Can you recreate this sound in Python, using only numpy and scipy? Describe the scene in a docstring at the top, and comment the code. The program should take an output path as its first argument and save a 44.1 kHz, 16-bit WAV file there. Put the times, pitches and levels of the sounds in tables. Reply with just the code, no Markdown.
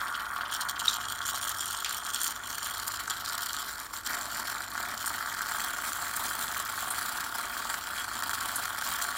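"""A stovetop moka pot brews at close range with its lid open: steam bubbles gurgle, exciting its centre column.
At the spout, films of coffee burst into clumps of crackling noise puffs over a hiss that thickens.
The spray rings in the metal cup, whose resonances pass through four stages as it fills.
Snaps, glugs, spits, soft sputters and one squeak stand out as single events.
Below them lie shaped noise for a low gas flame, a motor's beating hum and a short kitchen reverberation."""
import sys
import numpy as np
from scipy import signal
from scipy.fft import rfft, irfft, next_fast_len
from scipy.io import wavfile
from scipy.ndimage import uniform_filter1d, map_coordinates

SR = 44100
rng = np.random.default_rng(int(sys.argv[2]) if len(sys.argv) > 2 else 0)


def materialize(psi):
    """Save the field psi as 16-bit PCM at rate SR to the path in sys.argv[1].

    A 1-D psi becomes a single channel; in a 2-D psi each row is a channel.
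    """
    bounded = np.clip(np.atleast_2d(psi).T, -1, 1)
    quanta = np.round(bounded * 32767).astype(np.int16)
    wavfile.write(sys.argv[1], SR, quanta)


N = 404397

# Spectrum of gas flame and kitchen air: frequency_hz, relative_level_db
FLAME_SPECTRUM = [(20, -28), (35, -26), (55, 1), (78, 2.5), (125, -5.5), (170, -6.5), (250, -7), (330, -4),
                  (500, -8.5), (1500, -29), (4000, -19), (16000, -21)]
# Reverberation of the kitchen: frequency_hz, t60_s
KITCHEN_DECAY = [(200, 0.96), (1500, 0.44), (6000, 0.095), (15000, 0.072)]

# Resonances, with half widths taken at -6 dB: centre_hz, half_width_hz, relative_level_db
# the column and boiler
COLUMN_MODES = [(250.4, 19, -12), (265, 135, -17), (601, 33, -13.5), (701, 49, -8.5), (891, 74, -7),
                (1004, 26, -9.5), (1125, 65, -4), (1241, 100, -7), (1330, 83, -6), (1414, 35, -0.5),
                (1572, 140, -4), (1670, 9.5, -10), (1818, 153, -8), (1884, 23, -22), (2037, 120, -14),
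                (2336, 280, -14.5)]
# the wet spout
SPOUT_MODES = [(2400, 400, -18), (3220, 310, 5), (4150, 1300, -2.5)]
# the spout and cup at four stages of filling
EMPTY_CUP_MODES = [(3260, 170, 4), (4170, 420, 0), (5500, 160, -10), (7000, 540, -16.5), (8750, 926, -17),
                   (9300, 51, -6), (11136, 500, -19), (12100, 60, -9), (13300, 690, -19),
                   (14839, 1192, -20)]
WETTED_CUP_MODES = [(3230, 230, -6), (4230, 590, -12.5), (5620, 260, -11), (6770, 500, -6), (7220, 156, 2),
                    (8620, 470, -2.5), (9500, 1700, -10.5), (11200, 180, -6), (12740, 690, -8),
                    (14100, 345, -4), (15000, 800, -9)]
PUDDLE_CUP_MODES = [(3185, 264, -0.5), (4290, 630, -0.5), (5520, 570, -5), (7330, 550, 0.5),
                    (8585, 380, -5.5), (9580, 610, -4), (11500, 470, -8.5), (12600, 548, -8),
                    (14200, 1000, -3.5), (15400, 567, -17.5)]
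COVERED_CUP_MODES = [(3240, 240, 0), (4220, 520, -3.5), (5570, 4100, -7.5), (7470, 500, 1), (8840, 260, -2),
                     (9550, 650, -2.5), (11200, 650, -7), (12937, 1500, -9), (14500, 1170, -2),
                     (15700, 360, -19)]
# Filling of the cup: time_s, stage (0 to 3)
CUP_FILLING = [(0, 0), (.47, 0), (.52, 1), (2.65, 1), (2.85, 2), (5.1, 2), (5.7, 3), (9.17, 3)]

# Strength of the bubbling in the column: time_s, gain_db
BUBBLING_STRENGTH = [(0, -32), (.3, -35), (.9, -35), (1.15, -38), (1.3, -35.5), (1.6, -38.5), (2.2, -37),
                     (2.45, -40), (3.1, -39), (3.55, -38.5), (4.02, -41.5), (4.07, -37.5), (4.3, -39),
                     (5.0, -37), (5.2, -37), (6.6, -36.5), (7.75, -37), (9.17, -34.5)]
# Deep and bright pops added as the bubbling opens the flow: time_s, gain_outside_core_db
BUBBLING_BREADTH = [(0, -8.5), (.8, -8), (1.3, -5.5), (3.9, -4), (4.1, -0.5), (9.17, -4)]
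# Running spray at the spout: time_s, coarse_spatter_gain_db, fine_mist_gain_db
RUNNING_SPRAY = [(0, -51, -45.5), (.35, -54.5, -51), (.75, -59, -50.5), (1.18, -50, -51), (1.4, -42, -41),
                 (2.25, -40.5, -40.5), (2.5, -43.5, -42.5), (3.2, -43, -43.5), (3.65, -43.5, -43),
                 (3.85, -48, -44), (4.1, -43.5, -40.5), (4.6, -45.5, -44), (5.45, -44.5, -43),
                 (5.9, -44.5, -40), (6.9, -43.5, -40.5), (7.7, -44, -43.5), (8.4, -42, -40.5),
                 (9.17, -42.5, -41.5)]
# Uneven spitting, where a negative depth inverts the surges: time_s, surge_depth_db (rms)
SPIT_UNEVENNESS = [(0, 0), (.5, 0), (1.3, 3.5), (2.1, -1.5), (2.24, 0.5), (2.8, 4), (3.6, 6.5), (3.75, 1.5),
                   (4.4, 2), (5.2, 2.5), (9.17, 3)]
# Separate spurts of coffee: start_s, length_s, coarse_spatter_gain_db, fine_mist_gain_db
COFFEE_SPURTS = [(0.514, 0.058, -36.5, -38.5), (0.604, 0.025, -33.5, -37.5), (0.685, 0.028, -35.5, -37),
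                 (.791, 0.024, -33.5, -35), (0.841, 0.13, -36.5, -39.5), (0.998, 0.062, -42.5, -45),
                 (1.079, 0.053, -39.5, -40), (1.209, .03, -40.5, -49), (1.255, 0.059, -38.5, -35.5),
                 (1.348, 0.031, -36, -38), (1.409, 0.041, -42, -39), (1.478, 0.028, -37, -38),
                 (1.603, 0.019, -35, -32), (1.655, 0.057, -47, -42), (1.94, 0.054, -51, -45),
                 (2.133, 0.037, -36, -44), (2.203, .08, -40.5, -34), (2.63, 0.031, -40, -40),
                 (2.863, 0.024, -49, -35), (3.094, 0.039, -37, -37), (3.247, .05, -42, -42),
                 (3.409, 0.11, -44, -40), (3.602, 0.021, -40, -38), (4.057, 0.016, -34, -33),
                 (4.452, 0.034, -43, -47), (4.757, 0.046, -42, -40), (5.06, 0.023, -49, -31.5),
                 (5.592, 0.076, -43, -41), (6.157, 0.014, -45, -30.5), (6.243, 0.037, -42, -40),
                 (6.407, 0.033, -42, -36.5), (6.95, .055, -44, -40), (7.978, .04, -40.5, -45),
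                 (8.276, 0.028, -41, -42), (8.332, 0.023, -40, -38), (8.834, 0.13, -43, -40),
                 (9.013, 0.034, -41, -34.5)]
# Momentary chokes, where a negative drop is a rise: start_s, length_s, spray_drop_db, bubbling_drop_db
FLOW_STALLS = [(0.71, 0.047, 3, 1.5), (1.144, 0.068, -3, 3), (1.396, 0.013, 9, 1), (1.527, 0.022, 5, -1.5),
               (1.985, 0.059, 6, 3), (2.112, 0.014, 13, 5), (2.325, 0.029, 11, 7), (2.376, 0.058, 10.5, 2),
               (2.994, 0.014, 0, -2), (3.053, 0.013, 6, 4), (3.733, .045, 4, 4), (3.868, 0.063, 10, 6),
               (4.006, 0.041, 10, 9), (4.429, 0.012, 8, 2), (4.614, 0.11, 1, 3.5), (4.966, 0.065, -1.5, 4),
               (7.28, 0.066, 3, 2), (7.77, 0.094, 1, 3), (8.66, 0.11, 2, 1)]
# Heaves of the column, where a negative rise is a drop: start_s, length_s, bubbling_rise_db
COLUMN_HEAVES = [(3.07, 0.052, 6), (4.044, .135, 2), (4.538, 0.036, 2.5), (4.755, .06, 0.5),
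                 (5.747, 0.049, 2), (6.925, 0.079, 2), (8.224, .13, -1)]

# Soft first sputters through the wet spout: centre_s, level_db
FIRST_SPUTTERS = [(.012, -39), (.083, -40.5), (.151, -37.5), (.203, -39), (.257, -44.5), (.368, -42.5),
                  (.416, -39), (.459, -40), (.501, -42), (.765, -40)]
# One trapped bubble squeaking at the spout, a single row: start_s, pitch_hz, level_db, held_length_s
BUBBLE_SQUEAK = (.8807, 3810, -12, .0042)
# Longer spits of wet steam: start_s, initial_level_db, pitch_hz, width_octaves, t60_s
STEAM_SPITS = [(.884, -27, 5600, .7, .06), (1.846, -32, 3200, 1, .19), (3.076, -36, 7400, .6, .07),
               (6.904, -28, 9500, .35, .1), (8.558, -26, 9400, .5, .08)]
# Single loud bursts of the coffee film: start_s, relative_peak_db, pitch_hz
FILM_SNAPS = [(0.7935, -21, 5500), (1.0845, -21, 3220), (1.413, -20, 3380), (1.493, -16, 7230),
              (1.6073, -20, 7090), (1.6575, -18, 8450), (1.846, -14.5, 3220), (2.05, -22, 7200),
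              (2.136, -17.5, 7160), (2.145, -14, 4490), (2.2331, -14, 7380), (3.099, -17.5, 7200),
              (3.2597, -21, 3510), (3.494, -21, 3220), (3.5314, -14, 7160), (3.5658, -22, 3360),
              (4.0635, -21.5, 4170), (4.777, -26, 7180), (5.9314, -19.5, 7540), (6.4807, -22, 3390),
              (8.2227, -22, 7760), (8.294, -21.5, 7400), (8.332, -24, 7300)]
# Large bubbles in the column: start_s, relative_push_db
LARGE_BUBBLES = [(0.015, -19.5), (0.409, -20), (0.434, -21), (1.205, -21), (4.753, -23.5), (4.778, -19.5),
                 (5.207, -22), (5.259, -23), (5.408, -22.5), (8.224, -19), (8.294, -19.5), (8.333, -19.5)]

TOP_HZ = 15850  # upper band limit
VALVE_S = 0.01  # time the spout takes to open or close
SWELLS_PER_S = 22  # knots a second in the boiler's wavering push
SURGES_PER_S = 90  # knots a second in the quick pushes of steam
SURGE_SKEW = 0.23  # pushes stand out more than the lulls between them


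def amp(db):
    """The decibel law: level to amplitude gain."""
    return 10 ** (np.asarray(db) / 20)


def unit(x):
    """Normalization of power: scale to rms 1."""
    return x / np.sqrt(np.mean(x ** 2) + 1e-20)


def along(points, hz):
    """Interpolation of (Hz, value) points on a logarithmic frequency axis."""
    f, v = np.transpose(points)
    return np.interp(np.log(hz + 1), np.log(f + 1), v)


def curve(rows):
    """Linear interpolation of (s, value) rows to one value per sample."""
    return np.interp(np.arange(N) / SR, *np.transpose(rows))


def wobble(rate):
    """Smooth random fluctuation: a spline through random knots, rate of them a second."""
    knots = rng.standard_normal(N // 20)
    return unit(map_coordinates(knots, [np.arange(N) * rate / SR], mode="wrap"))


def filtered(x, response):
    """Linear filtering: the spectrum of x times a response of frequency."""
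    size = next_fast_len(N + SR // 4)
    return irfft(rfft(x, size) * response(np.fft.rfftfreq(size, 1 / SR)), size)[:N]


def resonate(x, peaks, size=8192):
    """Causal resonance: a minimum-phase impulse response is built from the body's power peaks."""
    hz = np.fft.rfftfreq(size, 1 / SR)
    power = sum(amp(db) ** 2 / (1 + ((hz - centre) / width) ** 2) ** 2 for centre, width, db in peaks)
    # folding the cepstrum onto positive time gives minimum phase
    cepstrum = irfft(np.log(power / power.mean() + 1e-12) / 2)
    cepstrum[1:size // 2] *= 2
    cepstrum[size // 2 + 1:] = 0
    impulse = irfft(np.exp(rfft(cepstrum)))
    return signal.fftconvolve(x, impulse)[:N]


def steady(x, span):
    """Sharing of flow among bursts: power is evened out over span seconds."""
    window = np.hanning(int(span * SR))
    power = np.abs(signal.fftconvolve(x ** 2, window / window.sum(), "same"))
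    return x / np.sqrt(power + 1e-12)


def scatter(starts, grains):
    """Superposition of grains, one row at each start time."""
    index = (np.asarray(starts) * SR).astype(int)[:, None] + np.arange(grains.shape[1])
    return np.bincount(index.ravel(), grains.ravel(), N)[:N]


def burst_sizes(count):
    """Log-normal distribution of burst amplitudes, with the rare giants capped."""
    return amp(7 * np.minimum(rng.standard_normal(count), 1.9))


def patchy(x, depth_db, size=(7, 14)):
    """Local spectral modulation: neighbouring bands swell and fade as the wet opening changes shape."""
    z = signal.stft(x, nperseg=256)[2]
    field = rng.standard_normal(z.shape)
    for axis in (0, 1, 0, 1):  # smooth over bands, then frames, twice
        field = uniform_filter1d(field, size[axis], axis)
    return signal.istft(z * amp(depth_db * unit(field)), nperseg=256)[1][:N]


def background(flame_db=-56, mains_db=-61, motor_db=-64):
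    """Turbulent noise of the flame, and beating between a motor's hum and the mains."""
    t = np.arange(N) / SR
    flame = unit(filtered(rng.standard_normal(N), lambda hz: amp(along(FLAME_SPECTRUM, hz))))
    mains = 2 * np.pi * 50 * t
    slip = 2 * np.pi * .555 * (t - 1.15)  # .555 beats a second, one peaking at 1.15 s
    motor = np.sin(2 * mains) + np.sin(2 * mains - slip)
    return amp(flame_db) * flame + amp(mains_db) * np.sin(mains) + amp(motor_db) * motor


def room(x):
    """Reverberation as exponentially decaying noise, shortest in the treble."""
    hz, t, z = signal.stft(rng.standard_normal(SR // 3), SR, nperseg=256)
    decay = amp(-60 * t / along(KITCHEN_DECAY, hz)[:, None])
    tail = signal.istft(z * decay, SR, nperseg=256)[1]
    delayed = np.pad(x, (SR // 200, 0))  # 5 ms
    return signal.fftconvolve(delayed, tail / np.linalg.norm(tail))[:N]


def gate(start, length):
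    """Valve action: a linear rise to 1 at start and a fall after length seconds."""
    t = np.arange(N) / SR
    return np.clip(.5 + np.minimum(t - start, start + length - t) / VALVE_S, 0, 1)


def flow(bubbling_swell_db=0.89, spray_swell_db=1.03, mist_swell_db=1.48):
    """Modulation by a common push that wavers, heaves, chokes and throws out spurts; gains of three flows."""
    swell = wobble(SWELLS_PER_S)
    running = np.array(RUNNING_SPRAY)
    bubbling_db = curve(BUBBLING_STRENGTH) + bubbling_swell_db * swell
    spatter_db = curve(running[:, [0, 1]]) + spray_swell_db * swell
    mist_db = curve(running[:, [0, 2]]) + mist_swell_db * swell
    for start, length, rise_db in COLUMN_HEAVES:
        bubbling_db = bubbling_db + rise_db * gate(start, length)
    for start, length, spray_drop_db, bubbling_drop_db in FLOW_STALLS:
        choke = gate(start, length)
        bubbling_db = bubbling_db - bubbling_drop_db * choke
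        spatter_db = spatter_db - spray_drop_db * choke
        mist_db = mist_db - spray_drop_db * choke
    coarse, fine = np.zeros((2, N))
    for start, length, coarse_db, fine_db in COFFEE_SPURTS:
        opening = gate(start, length)
        coarse += amp(coarse_db) * opening
        fine += amp(fine_db) * opening
    # running spray and spurts add in power
    return amp(bubbling_db), np.hypot(amp(spatter_db), coarse), np.hypot(amp(mist_db), fine)


def sealing():
    """Obstruction of flow: around each loud burst the swelling film briefly holds it back."""
    starts = np.array([row[0] for row in [*FILM_SNAPS, *LARGE_BUBBLES, *STEAM_SPITS]])
    hold = np.tile(np.hanning(SR // 45), (len(starts), 1))  # 22 ms, from 15 ms before the burst
    return amp(-5.5 * scatter(np.maximum(starts - .015, 0), hold))


def sputters(width=0.0089):
    """Resonance of the wet spout driven by noise: the first steam pushes through in soft, dull puffs."""
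    centres, db = np.transpose(FIRST_SPUTTERS)
    t = np.arange(N) / SR
    swell = sum(gain * np.exp(-((t - centre) / width) ** 2) for centre, gain in zip(centres, amp(db)))
    return swell * unit(resonate(rng.standard_normal(N), SPOUT_MODES))


def squeak():
    """A decaying oscillator: a whistle holds for milliseconds, then sags in pitch and dies away unsteadily."""
    start, hz, db, length = BUBBLE_SQUEAK
    t = np.arange(SR // 8) / SR
    held = 1 / (1 + (t / length) ** 12)
    tail = amp(-14 - 60 * t / .1)  # 60 dB in .1 s
    unsteadiness = .04 * (1 - held) * wobble(500)[:len(t)]
    pitch = hz * (1 - 1.6 * t + unsteadiness)
    tone = np.sin(2 * np.pi * np.cumsum(pitch) / SR)
    return amp(db) * scatter([start], (np.maximum(held, tail) * tone)[None])


def spits():
    """Exponential decay of band noise: a slug of coffee tears into a short, fading rasp."""
    t = np.arange(SR // 4) / SR
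    hz = np.fft.rfftfreq(len(t), 1 / SR) + 1
    start, db, centre_hz, octaves, t60 = np.transpose(STEAM_SPITS)[:, :, None]
    colour = np.exp(-(np.log2(hz / centre_hz) / octaves) ** 2)
    noise = irfft(rfft(rng.standard_normal((len(start), len(t)))) * colour, len(t))
    rasp = noise / noise.std(axis=1, keepdims=True)
    return scatter(start[:, 0], amp(db - 60 * t / t60) * rasp)


def glugs(life=0.00032):
    """Impulsive excitation of a resonator: a large bubble gives the column one strong push."""
    starts, db = np.transpose(LARGE_BUBBLES)
    t = np.arange(SR // 150) / SR
    pop = t / life * np.exp(-t / life) * np.sin(2 * np.pi * 1400 * t)
    sound = resonate(scatter(starts, amp(db)[:, None] * pop), COLUMN_MODES)
    return sound / np.abs(sound).max() * amp(db.max() + 1.0)


def cup(x):
    """Crossfading resonance: the cup's colour passes from stage to stage as coffee covers its floor."""
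    fill = curve(CUP_FILLING)
    stages = [EMPTY_CUP_MODES, WETTED_CUP_MODES, PUDDLE_CUP_MODES, COVERED_CUP_MODES]
    return sum(np.clip(1 - np.abs(fill - k), 0, 1) * resonate(x, peaks) for k, peaks in enumerate(stages))


def snaps(body_db=-12, direct_db=-9, level_db=-4.0):
    """Impulsive band noise from the largest films, heard directly and through cup and column."""
    starts, db, centre_hz = np.transpose(FILM_SNAPS)
    t = np.arange(SR // 90) / SR
    hz = np.fft.rfftfreq(len(t), 1 / SR) + 1
    u = t / .0007  # time in units of the crack's life
    colour = .3 + np.exp(-np.log2(hz / centre_hz[:, None]) ** 2)
    noise = irfft(rfft(rng.standard_normal((len(starts), len(t)))) * colour, len(t))
    crack = u * np.exp(-u) * noise
    cracks = scatter(starts, amp(db)[:, None] * crack / np.abs(crack).max(axis=1, keepdims=True))
    sound = cup(cracks) + amp(body_db) * resonate(cracks, COLUMN_MODES) + amp(direct_db) * cracks
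    return sound * amp(level_db)


def spray(surge, wetness, mistiness, life=0.0011, hiss_db=-8, hiss_rise_db=2.5, spatter_db=-0.6,
          body_db=-14, count=5000):
    """Superposed noise puffs: films burst in clumps over steam that grows as the boiler empties."""
    when, age, pitch = rng.random((count, 3)).T
    size = burst_sizes(count)
    t = np.arange(SR // 147) / SR
    hz = np.fft.rfftfreq(len(t), 1 / SR) + 1
    centre_hz = 2500 * 7 ** pitch[:, None]
    colour = np.exp(-(np.log2(hz / centre_hz) / 1.5) ** 2)
    noise = irfft(rfft(rng.standard_normal((count, len(t)))) * colour, len(t))
    # a film tears open gradually, so each puff has a rounded start
    u = t / (life * (0.23 + age[:, None]))
    puffs = size[:, None] * u * np.exp(-u) * noise
    # the hiss rises by hiss_rise_db for each stage of filling
    hiss = amp(hiss_db + hiss_rise_db * curve(CUP_FILLING)) * rng.standard_normal(N)
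    jet = (unit(scatter(when * N / SR, puffs)) + hiss) * amp(curve(SPIT_UNEVENNESS) * surge)
    jet = patchy(jet, depth_db=2.0, size=(3, 9))
    ring = cup(jet)
    coarse = filtered(ring, lambda hz: 1 / (1 + (hz / 5800) ** 14))
    spatter = steady(coarse, span=0.058) * wetness * amp(spatter_db)
    mist = steady(ring - coarse, span=0.061) * mistiness
    # each burst also kicks the column below the spout
    kick = unit(resonate(np.abs(jet) * rng.standard_normal(N), COLUMN_MODES)) * wetness * amp(body_db)
    return spatter + mist + kick


def gurgle(surge, bubbling, life=0.00029, clump_db=0.86, surge_db=2.0, wash_db=-7, count=9000):
    """Bubble collapse exciting a resonator: pops of a few cycles, favoured near the column's own pitch."""
    when, pitch, age = rng.random((count, 3)).T
    size = burst_sizes(count)
    t = np.arange(SR // 150) / SR
    u = t / (life * (.5 + age[:, None]))
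    hz = 650 + 1900 * pitch[:, None]
    pops = size[:, None] * u * np.exp(-u) * np.sin(2 * np.pi * hz * t)
    # countless faint bubbles merge into a wash that also reaches the bass
    wash = unit(filtered(rng.standard_normal(N),
                         lambda f: 1 / (1 + (f / 2500) ** 2) + 0.4 / (1 + (f / 480) ** 4)))
    clumping = amp(clump_db * wobble(45) + surge_db * surge)
    churn = (unit(scatter(when * N / SR, pops)) + amp(wash_db) * wash) * clumping
    voice = steady(resonate(churn, COLUMN_MODES), span=0.067)
    core = filtered(voice, lambda f: np.exp(-(np.log2((f + 1) / 1220) / .5) ** 2))
    return (core + (voice - core) * amp(curve(BUBBLING_BREADTH))) * bubbling


def scene(room_db=-12):
    """Common excitation: flow and quick steam surges drive gurgle and spray; room and background surround them."""
    push = wobble(SURGES_PER_S)
    # the narrow column caps the strongest surges
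    surge = unit(np.tanh((push + SURGE_SKEW * (push ** 2 - 1)) / 2))
    bubbling, wetness, mistiness = flow()
    brewing = (gurgle(surge, bubbling) + spray(surge, wetness, mistiness)) * sealing()
    pot = brewing + snaps() + spits() + glugs() + sputters()
    whistle = squeak()
    # the spout beams its whistle at the microphone, so less of it reaches the walls
    reverberation = amp(room_db) * room(pot + .5 * whistle)
    return (pot + whistle + reverberation + background())[None]


def record(dry):
    """Band limitation: an ideal low-pass keeps nothing above TOP_HZ."""
    return filtered(dry[0], lambda hz: hz < TOP_HZ)[None]


dry = scene()
out = record(dry)
materialize(out)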